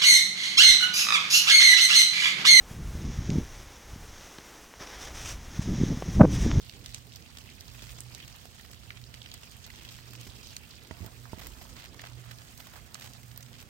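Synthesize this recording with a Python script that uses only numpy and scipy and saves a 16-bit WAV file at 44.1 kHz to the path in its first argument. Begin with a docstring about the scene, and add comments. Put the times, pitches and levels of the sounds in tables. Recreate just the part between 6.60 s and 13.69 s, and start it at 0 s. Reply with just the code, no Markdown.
"""A dense, dry crackle right at a hand-held microphone: cockroaches feeding on a corn cob and
scuttling over cardboard egg trays. Claws slip on fibres, bodies scrape the pulp board, and the nearest
bites and footfalls stand out as sharp snaps, all coloured by the tray's cups. Behind them are steady
hiss, room rumble and a motor hum that beats about once a second. The hand rubs the microphone
throughout and now and then bumps its case."""
import sys
import numpy as np
from scipy import signal
from scipy.fft import rfft, irfft
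from scipy.io import wavfile

SR = 44100
rng = np.random.default_rng(int(sys.argv[2]) if len(sys.argv) > 2 else 0)


def waveform_to_disk(signal):
    """Save audio, clipped to [-1, 1], as 16-bit WAV at the path in sys.argv[1]."""
    frames = np.transpose(np.atleast_2d(signal))
    scaled = np.clip(frames, -1, 1) * 32767
    samples = np.round(scaled).astype(np.int16)
    wavfile.write(sys.argv[1], SR, samples)


N = 312669
TIME = np.arange(N) / SR


def from_db(db):
    """Decibels to gain."""
    return 10 ** (np.asarray(db) / 20)


def rms_one(x):
    """Scale to unit power."""
    return x / np.sqrt(np.mean(x ** 2) + 1e-20)


def in_time(rows):
    """Each column of an automation curve at every sample."""
    s, *columns = np.transpose(rows)
    return [np.interp(TIME, s, c) for c in columns]


def at_hz(points, hz):
    """Read an EQ curve on a log-frequency axis."""
    f, value = np.transpose(points)
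    return np.interp(np.log(hz + 1), np.log(f), value)


def panned(pan_db):
    """Left and right gains with a mean power of one; pan is left minus right."""
    gains = from_db(np.atleast_1d(pan_db) * np.array([[.5], [-.5]]))
    return gains / np.sqrt(np.mean(gains ** 2, axis=0))


def drift(rate_hz):
    """Slow random modulation; rms 1."""
    hz = np.fft.rfftfreq(N, 1 / SR)
    return rms_one(irfft(rfft(rng.standard_normal(N)) / (1 + (hz / rate_hz) ** 2), N))


def band_noise(low_hz, high_hz):
    """Band-passed noise; rms 1."""
    band = signal.butter(2, [low_hz, high_hz], "band", fs=SR, output="sos")
    return rms_one(signal.sosfilt(band, rng.standard_normal(N)))


def add(out, s, sound):
    """Mix a sound in from time s on."""
    start = int(np.clip(round(s * SR), 0, N - 1))
    out[..., start:start + sound.shape[-1]] += sound[..., :N - start]


def port_colour(hz):
    """The microphone's sound port swallows one treble band and lifts the one above."""
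    notch_db = -10 * np.exp(-.5 * ((hz - 10750) / 1000) ** 2)
    lift_db = 2 * np.exp(-.5 * ((hz - 14000) / 2000) ** 2)
    return from_db(notch_db + lift_db)


# Resonances of the egg tray's cups: (centre [Hz], width [octaves], boost [dB])
TRAY_CUPS = [(680, 0.11, 8.5), (2005, 0.026, 5), (3140, 0.062, 2.5), (4350, 0.064, 0.5),
             (7300, 0.051, -1.5)]


def claw_slip(length_s, pitch_hz, width_oct, pan_db, top_db=0, tray_db=-15, tray_t60=0.064, room_db=-33):
    """A claw slips on fibres: a noise burst in one broad resonance, then scatter between the cups."""
    size, direct_share, lag_s, crisp_hz = 4096, 0.6, 0.000421, 10000
    t, hz = np.arange(size) / SR, np.fft.rfftfreq(size, 1 / SR) + 1
    detune_oct = 0.04 * rng.standard_normal(len(TRAY_CUPS))  # no two cups ring quite alike
    cups = from_db(sum(db / (1 + ((np.log2(hz / centre) - off) / octaves) ** 2)
                       for (centre, octaves, db), off in zip(TRAY_CUPS, detune_oct)))
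    crisp = from_db(top_db / (1 + (crisp_hz / hz) ** 14))  # a hard jaw adds top, soft pulp takes it away
    resonance = (1 + (np.log2(hz / pitch_hz) / width_oct) ** 2) ** -1.5
    noise = rfft(rng.standard_normal((3, size))) * resonance * cups * crisp * port_colour(hz)
    # the direct sound reaches one channel a little earlier; the scatter differs in each
    lead_s = lag_s * rng.uniform(-1.07, 1) * np.array([[.5], [-.5]])
    direct = irfft(noise[2] * np.exp(2j * np.pi * hz * lead_s))
    diffuse = irfft(noise[:2])
    decay = np.exp(-(t / length_s) ** 2)
    slip = (np.sqrt(direct_share) * direct + np.sqrt(1 - direct_share) * diffuse) * decay
    tails = from_db(tray_db - 60 * t / tray_t60) + from_db(room_db - 60 * t / 0.21)
    attack = 1 - np.exp(-(t / (0.58 * length_s)) ** 2)
    burst = (slip + diffuse * tails) * attack
    return burst / np.sqrt(2 * np.sum(burst ** 2, axis=1, keepdims=True)) * panned(pan_db)  # unit energy


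def leg_strokes(per_s, accent_db, gap_s, length_s, pitch_hz, spread_oct, width_oct, pan_db,
                grain_db=2.5, spots=28, slips=7):
    """Each leg stroke sticks and slips at uneven intervals, on a spot with its own pitch; rms 1."""
    strokes = int(per_s * N / SR)
    # so many legs are at work that the strokes never pause for long
    start_s = (np.arange(strokes) + rng.uniform(0, 2, strokes)) * N / SR / strokes
    octave = np.log2(pitch_hz) + spread_oct * rng.uniform(-0.94, 1, strokes)
    force_db = accent_db * np.minimum(rng.exponential(1, (strokes, 1)), 2.5)
    delays_s = np.cumsum(rng.exponential(gap_s, (strokes, slips)), axis=1)
    at = ((start_s[:, None] + delays_s) * SR).astype(int) % N
    slip_db = force_db + grain_db * np.minimum(rng.standard_normal(at.shape), 2)
    impulses = from_db(slip_db) * rng.choice([-1, 1], at.shape)
    spot_octaves = np.linspace(octave.min(), octave.max(), spots)
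    nearest = np.argmin(np.abs(octave[:, None] - spot_octaves), axis=1)
    out = np.zeros((2, N))
    for k, spot in enumerate(spot_octaves):
        clicks = np.bincount(at[nearest == k].ravel(), impulses[nearest == k].ravel(), N)
        grain = claw_slip(length_s * rng.uniform(0.65, 1.2), 2 ** spot, width_oct,
                          pan_db + rng.normal(0, 0.66))
        out += signal.oaconvolve(clicks[None], grain, axes=1)[:, :N]
    return rms_one(out)


# Fader ride for busy legs and jaws: (time [s], relative level [dB])
LEG_RIDE = [(0, -54), (.48, -58.5), (.72, -56), (1.3, -54.5), (1.47, -52.5), (1.6, -52.5), (2.1, -56.5),
            (2.56, -57.5), (2.66, -51.5), (2.96, -55.5), (3.12, -55), (3.93, -51.5), (4.02, -56),
            (4.6, -57), (5.2, -54), (5.3, -56.5), (6.3, -59.5), (6.44, -57), (6.68, -63.5), (7.0, -62)]
# Fader ride for bodies shuffling on the board: (time [s], relative level [dB])
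BODY_RIDE = [(0, -63), (.2, -61), (.48, -63.5), (1.72, -58), (2.05, -62.5), (2.9, -60), (3.1, -60),
             (3.9, -59.5), (4.15, -63), (4.48, -54), (4.6, -60.5), (4.85, -56), (5.85, -58), (5.96, -60),
             (6.15, -56), (7.08, -62.5)]
# Fader ride for the bright scratch of spines: (time [s], relative level [dB])
SPINE_RIDE = [(0, -58), (.7, -60), (1.3, -55), (1.8, -57), (2.1, -58), (2.5, -60), (3.0, -57.5), (3.4, -59),
              (3.9, -55), (4.15, -60), (4.6, -57), (4.85, -57), (5.1, -54), (5.35, -62.5), (5.8, -55.5),
              (6.05, -55), (6.3, -59), (6.45, -54.5), (6.62, -56), (7.08, -62.5)]


def colony():
    """Legs and jaws crackle and tick in spurts; bodies scrape the board and their spines scratch it."""
    rides = in_time(LEG_RIDE) + in_time(BODY_RIDE) + in_time(SPINE_RIDE)
    leg_db, body_db, spine_db = [ride - ride.mean() for ride in rides]
    crackle = leg_strokes(per_s=220, accent_db=2.8, gap_s=.0022, length_s=0.0022, pitch_hz=3550,
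                          spread_oct=0.66, width_oct=0.27, pan_db=-6.5)
    ticks = leg_strokes(per_s=130, accent_db=0.5, gap_s=.002, length_s=0.0022, pitch_hz=3780,
                        spread_oct=1.0, width_oct=1.04, pan_db=-1.5, spots=12, slips=1)
    scratch = leg_strokes(per_s=190, accent_db=2.5, gap_s=.005, length_s=0.0029, pitch_hz=8700,
                          spread_oct=0.61, width_oct=0.96, pan_db=-3, grain_db=2, spots=16)
    scrape = leg_strokes(per_s=220, accent_db=3.5, gap_s=.003, length_s=0.0035, pitch_hz=1194,
                         spread_oct=0.64, width_oct=1.0, pan_db=-10)
    legs = from_db(0.84 * leg_db) * (from_db(-60) * crackle + from_db(-62) * ticks)
    spines = from_db(-60 + spine_db) * scratch
    bodies = from_db(-61.5 + 0.99 * body_db) * scrape
    spurts = from_db(1.3 * drift(rate_hz=14))
    return spurts * (legs + bodies) + spines


# EQ of the room's rumble: (frequency [Hz], relative level [dB])
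RUMBLE_EQ = [(15, -37), (25, -20), (54, -0.5), (108, 0), (194, -11), (249, -16.5), (317, -21), (600, -29),
             (780, -58), (1320, -120)]
# EQ of the hiss: (frequency [Hz], relative level [dB])
HISS_EQ = [(290, -23), (500, 5), (595, -2), (698, 5), (906, -9), (1360, 0.5), (3150, -4.5), (3440, -3),
           (4340, -4), (7980, -8), (9220, -8), (10700, -14), (13300, -28), (15100, -25), (16000, -2.5)]
# Stereo image of the bed: (frequency [Hz], left-right correlation [ratio, capped at 1])
BED_CORRELATION = [(60, 0.25), (200, 0.7), (700, 1.1), (1300, -1), (2400, 0.5), (15000, 0.5)]
# Lean of the bed: (frequency [Hz], pan [dB])
BED_PAN = [(30, -13), (90, -18), (200, -6), (800, -15), (1500, -3.5), (5000, -5), (9000, 13), (13000, -10),
           (15500, 18)]


def room_tone(eq):
    """A steady noise bed whose stereo width and lean change from band to band; rms 1."""
    hz = np.fft.rfftfreq(N, 1 / SR)
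    alike = np.clip(at_hz(BED_CORRELATION, hz), -1, 1)
    mid, side = rfft(rng.standard_normal((2, N)))
    pair = np.sqrt(1 + alike) * mid + np.sqrt(1 - alike) * side * [[1], [-1]]
    return rms_one(irfft(pair * from_db(at_hz(eq, hz)) * panned(at_hz(BED_PAN, hz)), N))


def motor(hum_hz=119.6, beat_hz=0.934, beat_depth=1.51, strong_swell_s=3.492):
    """A motor hums at twice the mains rate and beats slowly, over a faint wavering octave."""
    beat_phase = 2 * np.pi * beat_hz * (TIME - strong_swell_s)
    phase = 2 * np.pi * hum_hz * TIME + 0.3 * drift(7.7)
    alternation_db = 1.2 * np.cos(beat_phase / 2)  # strong and weak swells in turn
    hum_db = -59.2 + alternation_db + 1.8 * drift(10.6)
    hum = from_db(hum_db) * (1 + beat_depth * np.cos(beat_phase)) * np.sin(phase)
    octave = from_db(-67.5 + 2.5 * drift(7.1)) * np.sin(2 * phase + drift(14))
    return np.sqrt(2) * (hum + octave) * panned(-11)


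# Fader rides for the shifting grip, before trim: (time [s], rub level [dB], shudder level [dB])
GRIP_RIDE = [(0, -65, -53), (.35, -62.5, -51), (.8, -63.5, -75), (1.12, -64, -52), (1.44, -55.5, -54),
             (1.91, -69, -63), (2.39, -60.5, -58), (2.8, -66, -59), (3.34, -62, -52), (3.68, -58, -58),
             (4.2, -64, -74), (4.37, -60, -68), (4.44, -51, -62), (4.5, -58.5, -64), (4.66, -63, -57),
             (4.85, -57, -47.5), (5.3, -59, -54.5), (5.73, -61.5, -60), (6.1, -63.5, -66),
             (7.09, -64.5, -55)]


def hand_grip(rub_trim_db=-2, shudder_trim_db=-3.5):
    """Fingers shift on the microphone's case: an uneven rub over a deep shudder."""
    rub_db, shudder_db = in_time(GRIP_RIDE)
    friction = rms_one(band_noise(147, 424) * from_db(3.7 * drift(9.3)))
    rub = from_db(rub_db + rub_trim_db) * friction
    shudder = from_db(shudder_db + shudder_trim_db) * band_noise(41, 74.6)
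    return rub * panned(-7) + shudder * panned(-13)


# A roach scurries (high) or drags its body over the board (low):
# (time [s], length [s], level before trim [dB], pitch [Hz], width [octaves])
SCURRY_CUES = [(0.037, 0.13, -60, 3100, 0.9), (0.236, .15, -56, 3700, 1.4),
               (0.516, 0.054, -55.5, 4220, 0.92), (0.864, 0.062, -58.5, 2740, 0.35),
               (1.197, 0.12, -56.5, 3020, 1.5), (1.568, 0.072, -56, 2500, 0.31),
               (3.13, 0.14, -57, 2630, 1.4), (3.291, .11, -55.5, 3360, 1.8),
               (3.595, 0.061, -56.5, 3620, 1.7), (3.823, 0.11, -57, 4800, 0.48),
               (4.102, 0.077, -60.5, 4170, 0.71), (4.385, 0.087, -57.5, 1800, 3.5),
               (4.781, 0.091, -51.5, 1600, 3), (5.013, 0.022, -65, 1290, 2.9),
               (5.158, 0.1, -53.5, 1900, 1.7), (5.391, 0.026, -51.5, 2342, 1.07),
               (5.448, 0.028, -51, 1600, 2.1), (5.878, 0.058, -63, 2690, 0.61),
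               (6.132, 0.055, -55.5, 1307, 3.8), (6.395, 0.083, -52, 2300, 2.9),
               (6.927, 0.037, -56, 3238, 1.3), (6.992, 0.029, -54.5, 3870, 2.67)]


def scurries(trim_db=2.76, slips_per_s=165, spread_db=2.5, spread_oct=0.19):
    """A quick uneven run of slips on one part of the tray, each with a force and pitch of its own."""
    out = np.zeros((2, N))
    for s, length_s, db, pitch_hz, width_oct in SCURRY_CUES:
        slips = max(int(slips_per_s * length_s), 1)
        times = s + length_s * (np.arange(slips) + rng.uniform(0, 1, slips)) / slips
        forces = rms_one(from_db(spread_db * rng.standard_normal(slips)))
        gain = from_db(db + trim_db) * np.sqrt(2 * length_s * SR / slips)
        for at, force in zip(times, forces):
            slip_hz = pitch_hz * 2 ** (spread_oct * rng.standard_normal())
            add(out, at, gain * force * claw_slip(0.0035, slip_hz, width_oct, pan_db=-4, tray_db=-20))
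    return out


# Close-up claw and jaw snaps:
# (time [s], energy [dB], pitch [Hz], width [octaves], crisp top [dB], length [s], pan [dB])
SNAP_CUES = [(0.0944, -14, 3500, 0.76, 10, 0.0031, -11), (0.2597, -12.2, 4650, 1.3, -4, 0.0015, -3),
             (0.345, -7.2, 7000, 1.7, -17, 0.0014, -5.5), (0.468, -29, 12000, 1, 0, 0.0018, 0),
             (0.5579, -16.5, 5000, 0.47, 19, 0.0039, -8.0), (0.6229, -25, 4050.0, 1.2, -3.0, 0.002, -4),
             (0.7704, -16.5, 3060.0, 1.7, -7, 0.0036, -4.0), (0.7829, -17.5, 2790, 2.6, -3, 0.0044, -4),
             (1.0065, -17, 5070, 0.73, 12, 0.0034, -3), (1.078, -21, 4490, 0.77, 8, 0.005, -8),
             (1.1927, -21, 2250.0, 1.24, 6, 0.0024, -9), (1.2199, -18, 4440.0, 2.7, -9, 0.0059, -4),
             (1.2875, -19.5, 2370.0, 2, -2.0, 0.0081, -3.0), (1.317, -23, 9170, 0.49, -10, 0.003, 1.0),
             (1.3838, -19, 5330.0, 4.6, -15, 0.0057, -6), (1.4048, -11, 8800, 0.6, -9, 0.0014, -6),
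             (1.5481, -13.5, 5900, 1.2, -4, 0.0018, -7), (1.597, -18.5, 2540, 0.69, 8, 0.0078, -9),
             (1.677, -18, 3876, 2.86, -4, 0.0041, -1), (1.7615, -22, 14000, 2, 0, 0.0018, -3),
             (1.8525, -19.5, 720.0, 4.4, -3, 0.004, -8), (1.9949, -22.5, 1730.0, 0.97, 8, 0.0041, -10),
             (2.046, -22, 2370.0, 1.7, 5, 0.0064, -6.0), (2.1115, -20.5, 6060.0, 3.1, 1, 0.004, -8),
             (2.1282, -19.5, 2960.0, 2.3, -6, 0.0074, -8), (2.3044, -11, 2050, 0.7, -6, 0.0018, -3),
             (2.3674, -19.5, 2700.0, 1.5, -11, 0.0088, -8), (2.4388, -21, 4280, 0.41, 5.0, 0.0018, -6),
             (2.5405, -16.5, 3200, 1.7, -4, 0.0025, -8.0), (2.546, -22, 2900, 1.2, -2, 0.003, -7),
             (2.6145, -16, 3700, 0.54, 0, 0.0055, -8), (2.658, -16, 2800.0, 0.94, -8.0, 0.0047, -6),
             (2.7155, -16, 3950, 0.56, -17, 0.0011, -3), (2.7379, -14, 6030.0, 2.2, -3, 0.0051, -4.0),
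             (2.8306, -18, 1510.0, 2.8, -10, 0.0058, -6), (2.967, -24.5, 11000, 1.5, 2, 0.0015, -2),
             (3.0349, -16.5, 3780, 1.3, -18, 0.016, -7), (3.0605, -19, 3340.0, 4.5, 2, 0.007, -3),
             (3.0996, -17, 2360.0, 1.47, 6, 0.0054, -5), (3.2483, -18, 3412, 0.9, 13, 0.0041, 0),
             (3.287, -16.5, 3600, 0.93, 4, 0.0057, -1), (3.3172, -21, 5390, 1.02, 14, 0.0079, 2),
             (3.386, -23.5, 1400, 0.82, 0, 0.0034, -6), (3.533, -18.5, 3000, 3, 2, 0.0025, -2),
             (3.5491, -18.5, 2850.0, 1.8, -9, 0.0061, -7), (3.6086, -20, 8200.0, 1.35, -3, 0.0051, 4),
             (3.6639, -17.5, 2510, 2.7, 1, 0.011, -2), (3.8694, -19.5, 5230.0, 0.55, 4, 0.0028, -9),
             (3.9652, -8.7, 5100, 1.6, -2, 0.0022, -6), (4.1043, -20, 4300, 0.71, -1, 0.0084, -3.0),
             (4.3095, -15.5, 1400, 1.56, -6, 0.0039, -7), (4.4612, -15.5, 1503, 4.1, 11, 0.0023, -10),
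             (4.6532, -19, 1460, 0.58, 6, 0.0036, -16), (4.791, -17, 1480, 3.7, 7, 0.007, -14),
             (4.8206, -21, 1900.0, 1.4, 2, 0.0043, -9), (4.8688, -11.5, 15290, 4.6, 1, 0.0024, -4),
             (5.0094, -17.5, 1235, 2.4, 3, 0.012, -6), (5.2392, -23, 2481, 1.48, 9, 0.0033, -6),
             (5.39, -18.5, 2034, 1.1, -17, 0.0068, -8), (5.4149, -17.5, 4626, 4.8, -1, 0.0033, -2),
             (5.436, -14, 1169, 1.47, -4, 0.0061, -2), (5.461, -25, 1900, 1.7, -9, 0.0069, 0),
             (5.7075, -13.5, 1459, 2.4, 3, 0.0086, -9), (5.7853, -22, 3960, 0.83, 8, 0.0014, -7.0),
             (5.9762, -17.5, 6000, 3, 3, 0.0015, -7), (5.9984, -15, 1894, 2, 10, 0.0074, -10),
             (6.0687, -19.5, 1957, 2.3, 4, 0.0033, -6.0), (6.1576, -20, 1300.0, 1.57, 1.0, 0.0056, -6),
             (6.3437, -10.5, 5400, 1.5, -10, 0.0017, -7), (6.3502, -15.5, 1738, 1.02, 8, 0.006, -10),
             (6.414, -17, 2825, 1.92, -7, 0.013, -9), (6.5338, -20.5, 4390, 1.26, 1, 0.0022, -6),
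             (6.6282, -24, 3430, 2.6, 1.0, 0.007, -4.0), (6.7594, -24, 5450.0, 0.86, 5, 0.0032, -5.0),
             (6.775, -9.5, 8330, 2.8, 10, 0.002, -4), (6.8046, -22, 3510.0, 1.9, 4, 0.0049, -5.0),
             (6.8238, -19.5, 6760.0, 0.86, -1, 0.0073, -5.0), (7.0238, -20.5, 2214, 3.26, 6, 0.0049, -3)]


def snaps(faint_per_s=9):
    """The nearest bites and footfalls stand out one by one; fainter ones fall at random between them."""
    chance = rng.standard_normal((int(faint_per_s * N / SR), 3))
    faint = [(rng.uniform(0, N / SR), -27 + 1.3 * force, 3600 * 2 ** (0.53 * spot),
              1.5, 0, 0.0033, -6 + 2 * side) for force, spot, side in chance]
    out = np.zeros((2, N))
    for s, db, pitch_hz, width_oct, top_db, length_s, pan_db in list(SNAP_CUES) + faint:
        snap = claw_slip(length_s, pitch_hz, width_oct, pan_db, top_db,
                         tray_db=-19, tray_t60=0.03, room_db=-32)
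        add(out, s, from_db(db) * snap)
    return out


# Finger hits on the microphone: (time [s], strength [dB], contact time [s])
BUMP_CUES = [(1.225, -40.5, 0.0011), (3.666, -35.5, 0.0021), (4.3104, -29.5, 0.00014), (4.321, -36, 0.0023),
             (4.404, -30, 0.0026), (4.414, -25.5, 0.0046), (4.427, -31, 0.00223), (4.445, -34.5, 0.001),
             (4.464, -35, 0.0013), (4.7319, -26.5, 0.00063), (4.777, -33.5, 0.0016)]
# Ring of the microphone's case: (frequency [Hz], level [dB], decay by 60 dB [s])
CASE_MODES = [(103, -4.5, 0.066), (205, -7.5, 0.033), (346, 4, 0.0073), (638, -14, 0.058),
              (909, -3.5, 0.022), (1400, -14, 0.023), (1900, -25, 0.018)]


def finger_bumps(leak_hz=60):
    """Fingers knock the microphone's case; a longer contact rings only the low modes."""
    t, pushes = TIME[:SR // 5], np.zeros(N)
    for s, db, contact_s in BUMP_CUES:
        push = np.exp(-8 * (t / contact_s - 1) ** 2)
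        add(pushes, s, from_db(db) * push / push.sum())
    ring = sum(from_db(db - 60 * t / t60) * np.sin(2 * np.pi * hz * t) for hz, db, t60 in CASE_MODES)
    # pressure leaks out of the case, so every push swings back
    ring = signal.sosfilt(signal.butter(2, leak_hz, "high", fs=SR, output="sos"), ring)
    return signal.oaconvolve(pushes, ring)[:N] * panned(-15)


def scene():
    """Insects in front, the room behind, the hand on the microphone."""
    room = from_db(-53) * room_tone(RUMBLE_EQ) + from_db(-60.5) * room_tone(HISS_EQ)
    insects = snaps() + scurries() + colony()
    return insects + room + motor() + hand_grip() + finger_bumps()


def record(dry):
    """A steep high cut at 15850 Hz on the whole mix."""
    return signal.sosfilt(signal.ellip(12, .1, 70, 15850, fs=SR, output="sos"), dry)


dry = scene()
out = record(dry)
waveform_to_disk(out)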